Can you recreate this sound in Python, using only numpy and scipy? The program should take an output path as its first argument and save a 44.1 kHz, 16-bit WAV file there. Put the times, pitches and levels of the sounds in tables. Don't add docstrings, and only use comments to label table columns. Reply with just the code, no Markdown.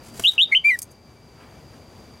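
import sys
import numpy as np
from scipy import signal
from scipy.fft import rfft, irfft, next_fast_len
from scipy.io import wavfile
from scipy.ndimage import uniform_filter1d, map_coordinates

SR = 44100
rng = np.random.default_rng(int(sys.argv[2]) if len(sys.argv) > 2 else 0)


def output_pcm(signal):
    pcm = np.clip(np.atleast_2d(signal).T, -1, 1) * 32767
    wavfile.write(sys.argv[1], SR, np.round(pcm).astype(np.int16))


N = 97020


def amp(db):
    return 10 ** (np.asarray(db) / 20)


def unit(x):
    return x / np.sqrt(np.mean(x ** 2) + 1e-20)


def clock():
    return np.arange(N) / SR


def wobble(rate):
    knots = rng.standard_normal(int(N * rate / SR) + 4)
    return map_coordinates(knots, [clock() * rate])


def filtered(x, response):
    m = next_fast_len(N + SR // 2)
    return irfft(rfft(x, m) * response(np.fft.rfftfreq(m, 1 / SR)), m)[..., :N]


def noise(spectrum):
    f, db = np.transpose(spectrum)
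    colour = lambda hz: amp(np.interp(np.log(hz + 1), np.log(f), db))
    return unit(filtered(rng.standard_normal(N), colour))


def strike(s, rise, t60):
    t = clock() - s
    swell = np.minimum(t, 0) / rise
    decay = np.log(1000) * np.maximum(t, 0) / t60
    return np.exp(swell - decay)


def ring(modes, s, rise):
    t = clock() - s
    return sum(amp(db) * strike(s, rise, t60) * np.sin(2 * np.pi * hz * t) for hz, db, t60 in modes)


def strokes(rows, spectrum, grain_db):
    swell = sum(amp(db) * np.exp(-((clock() - s) / half) ** 2) for s, db, half in rows)
    return swell * unit(noise(spectrum) * amp(grain_db * wobble(260)))


def panned(x, db):
    return x * amp(np.array([[db], [-db]]) / 2)


# f/Hz, level/dB
RUMBLE_COLOUR = [(20, -31.5), (40, -10.5), (75, -1), (130, -0.5), (180, -6), (300, -7), (600, -11),
                 (1000, -16), (1600, -22.5), (3000, -26.5), (4300, -28.5), (5400, -30), (6300, -27.5),
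                 (8000, -34.5), (12000, -37), (15500, -43.5)]
# t/s, level/dB
RUMBLE_SWELL = [(0, -0.5), (.7, .5), (1.3, 0.06), (1.7, .5), (2.05, 0), (2.15, 0)]
# f/Hz, spread to each side/Hz, level/dB
DRONES = [(236.6, 12, -57), (2320, 9, -67.5), (4747, 120, -58.5)]
# f/Hz, left minus right level/dB
GARDEN_LEAN = [(60, 1.5), (180, 2.5), (550, 3.5), (1650, 1.0), (4970, 0.0), (15000, -0.5)]
RUMBLE_DB, RUMBLE_SWAY_DB = -46, 1.32
SIDE_DB = -22


def garden():
    sway = RUMBLE_SWAY_DB * wobble(11.93)
    swell = np.interp(clock(), *np.transpose(RUMBLE_SWELL))
    bed = noise(RUMBLE_COLOUR) * amp(RUMBLE_DB + swell + sway)
    for centre, width, db in DRONES:
        band = lambda hz: np.exp(-.5 * ((hz - centre) / width) ** 2)
        bed += amp(db) * unit(filtered(rng.standard_normal(N), band))
    side = amp(RUMBLE_DB + SIDE_DB) * noise(RUMBLE_COLOUR)
    lean = lambda hz: amp(np.outer([.5, -.5], np.interp(hz, *np.transpose(GARDEN_LEAN))))
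    return filtered(bed, lean) + np.array([side, -side])


# t/s, level/dB, half length/s
PUFFS = [(.02, -55, 0.16), (.36, -45, 0.031), (.512, -44, 0.034), (1.425, -52, .025), (1.43, -52, 0.11),
         (1.745, -52.5, 0.015)]
# f/Hz, level/dB
AIR_COLOUR = [(60, -15), (400, -1), (850, -3.5), (1400, -5), (2800, -12), (5000, -25), (15000, -32.5)]


def puffs():
    return strokes(PUFFS, AIR_COLOUR, grain_db=1.0)


# t/s, level/dB, half length/s
RUSTLES = [(.072, -50, 0.04), (.175, -43.5, 0.032), (.235, -40.5, .03), (.295, -38, .03),
           (.347, -47, 0.022), (.777, -50.5, .012)]
# f/Hz, level/dB
FEATHER_COLOUR = [(200, -3), (1500, -4), (4000, -3.5), (7000, -0.5), (11500, -5), (15000, -10.5)]


def feathers():
    return strokes(RUSTLES, FEATHER_COLOUR, grain_db=3)


# t/s, level/dB
LANDINGS = [(.197, -24.5)]
# f/Hz, level/dB
THUD_COLOUR = [(30, -8), (70, -3), (400, 2.5), (1100, -10.5), (1400, -2.5), (1700, -10), (3800, -15),
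               (6500, -11), (11000, -13.5), (15000, -24)]
# f/Hz, level/dB, decay t60/s
PERCH_MODES = [(42, -25.5, 0.26), (129.3, -21, .13), (246.8, -18.5, 0.035), (390, -12.5, 0.043)]
THUD_RISE_S, THUD_T60_S = 0.0016, .04


def landing():
    thud = noise(THUD_COLOUR)
    out = np.zeros(N)
    for s, db in LANDINGS:
        burst = thud * strike(s, THUD_RISE_S, THUD_T60_S)
        out += amp(db) * (burst + ring(PERCH_MODES, s, THUD_RISE_S))
    return out


# t/s, level/dB, rise/s, decay t60/s, wire ring level/dB
TICKS = [(0.2297, -35.5, 0.00059, 0.028, -24), (.2535, -28.5, 0.00089, .025, -31),
         (.3125, -41, .001, 0.023, -24), (.3235, -44, 0.0011, 0.015, -25), (0.7896, -17, .0004, .02, -24.5),
         (.819, -21, .0004, .018, -21.5), (.829, -24, .0025, .025, -5), (.917, -47, .005, .05, -4)]
# f/Hz, level/dB
CLAW_COLOUR = [(300, -29), (1200, -21.5), (3300, -23.5), (4300, -14.5), (5500, -9), (8800, -3),
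               (11500, -4.5), (15000, -14)]
# f/Hz, level/dB, decay t60/s
WIRE_MODES = [(6420, 1, 0.035), (8620, -9.5, 0.067)]
SCRATCH_GRAIN_DB = 3


def claws():
    grain = amp(SCRATCH_GRAIN_DB * wobble(1500))
    scratch = unit(noise(CLAW_COLOUR) * grain)
    out = np.zeros(N)
    for s, db, rise, t60, ring_db in TICKS:
        wire = amp(ring_db) * ring(WIRE_MODES, s, rise)
        out += amp(db) * (scratch * strike(s, rise, t60) + wire)
    return out


# t/s, f/Hz, level/dB
NOTES = [
    [(.238, 2830, -27), (.241, 3150, -18.5), (.244, 2674, -27), (.248, 2774, -9), (.262, 2970, -1),
     (.277, 3650, -4.5), (.289, 3876, 3), (.297, 3670, -0.5), (.301, 3700, -17)],
    [(.380, 2860, -9.5), (.386, 2606, -10.5), (.398, 2840, -3), (.411, 3143, -3.5), (.423, 3663, 2),
     (.433, 3770, 0), (.441, 3630, -5.5), (.447, 3550, -20)],
    [(.516, 2014, -26.5), (.520, 2300, -21), (.526, 2113, -6), (.537, 2230, -7.5), (.546, 1976, -17.5),
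     (.551, 2833, 1), (.562, 3099, 0.5), (.576, 3067, 1), (.582, 2760, -14)],
    [(.640, 2230, -35), (.650, 2326, -9), (.662, 2351, -6), (.688, 2374, -2), (.699, 2383, -10.5),
     (.707, 2126, -11), (.724, 1984, -15), (.751, 1923, -19), (.759, 1760, -29)],
]
# flutter depth/Hz, pitch jitter/share, overtone level/dB,
# overtone growth/dB per dB of whistle, overtone phase roughness/rad, half-pitch level/dB
VOICING = [(130, .008, 2, 1.5, .7, -59), (110.7, 0.0027, -1.5, 1.85, .7, -65),
           (45, 0.015, -5, 0.44, .9, -56), (6, .003, -1.5, 0.5, 0.45, -47.5)]
OVERTONES_DB = [-31.5, -38.5, -41.5, -46, -41, -51]
HALF_TONES_DB = [-3.5, 2, -18, -16, -20, -17.5]
# f/Hz, level/dB
BEAK_COLOUR = [(1000, -1.5), (4500, -3.5), (5700, -3.5), (7200, -0.5), (11500, 4.5), (13000, -16),
               (14300, -7.5), (15000, -39)]
FLUTTER_HZ, FLUTTER_FADE_S = 176.4, .042
FLUTTER_DB_PER_HZ = 0.03
RASP_DB = 2.5
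EDGE_S = 0.0017


def song():
    t, out = clock(), np.zeros(N)
    for note, (depth_hz, jitter, bright_db, growth, rough, half_db) in zip(NOTES, VOICING):
        s, hz, db = np.transpose(note)
        on = (t > s[0] - EDGE_S) & (t < s[-1] + EDGE_S)
        u = t[on]

        since = u - s[0]
        fade = np.exp(-.5 * (since / FLUTTER_FADE_S) ** 2)
        flutter = depth_hz * np.sin(2 * np.pi * FLUTTER_HZ * since) * fade
        pitch = np.interp(u, s, hz) * (1 + jitter * wobble(500)[on]) + flutter
        level = np.interp(u, s, db) + FLUTTER_DB_PER_HZ * flutter
        phase = 2 * np.pi * np.cumsum(pitch) / SR

        upper = np.zeros(len(u))
        for k, own_db in enumerate(OVERTONES_DB, 2):
            beak_db = np.interp(k * pitch, *np.transpose(BEAK_COLOUR))
            gain = amp(bright_db + own_db + beak_db + RASP_DB * wobble(300)[on])
            upper += gain * np.sin(k * phase + rough * wobble(450)[on])
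        for k, own_db in enumerate(HALF_TONES_DB):
            gain = amp(half_db + own_db + RASP_DB * wobble(90)[on])
            upper += gain * np.sin((k + .5) * phase)

        to_edge = np.minimum(u - u[0], u[-1] - u)
        gate = np.sin(np.pi / 2 * np.clip(to_edge / (2 * EDGE_S), 0, 1)) ** 2
        voice = amp(level) * np.sin(phase) + amp(growth * level) * upper
        out[on] += np.sqrt(2) * gate * voice
    return out


# delay t/s, level/dB
WALLS = [(.0031, -21.5), (.0058, -20), (0.0121, -19), (.024, -27.5)]
# f/Hz, level/dB
TAIL_COLOUR = [(1000, -5.5), (2200, -8), (3000, 0.5), (4200, -2.5), (6000, -11), (15000, -18.5)]
TAIL_DB, TAIL_T60_S, TAIL_RISE_S = -27.5, 0.25, 0.0081


def surroundings(x):
    t = clock()[:SR // 2]
    decay = np.exp(-np.log(1000) * t / TAIL_T60_S) * (1 - np.exp(-t / TAIL_RISE_S))
    tail = rng.standard_normal(len(t)) * decay
    tail /= np.linalg.norm(tail)
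    echoes = lambda hz: sum(amp(db) * np.exp(-2j * np.pi * hz * delay) for delay, db in WALLS)
    tail_colour = lambda hz: amp(TAIL_DB + np.interp(hz, *np.transpose(TAIL_COLOUR)))
    early = filtered(x, echoes)
    late = signal.fftconvolve(filtered(x, tail_colour), tail)[:N]
    return x + early + late


def scene():
    background = garden()
    bird = puffs() + feathers() + landing() + claws() + song()
    return background + panned(surroundings(bird), 1)


def released(over_db, db_per_s):
    fall = db_per_s * clock()
    return np.maximum.accumulate(over_db + fall) - fall


LIMIT_DB, ATTACK_S = -13, .004
FAST_DB_PER_S, SLOW_DB_PER_S = 419, 3
SLOW_SHARE = 0.35
TOP_HZ = 15900


def record(dry):
    span = round(ATTACK_S * SR)
    power = np.abs(uniform_filter1d(dry.mean(0) ** 2, size=span))
    over_db = np.maximum(10 * np.log10(power + 1e-12) - LIMIT_DB, 0)
    fast_db = released(over_db, FAST_DB_PER_S)
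    slow_db = released(SLOW_SHARE * over_db, SLOW_DB_PER_S)
    cut_db = uniform_filter1d(np.maximum(fast_db, slow_db), size=span)
    return filtered(dry * amp(-cut_db), lambda hz: hz < TOP_HZ)


dry = scene()
out = record(dry)
output_pcm(out)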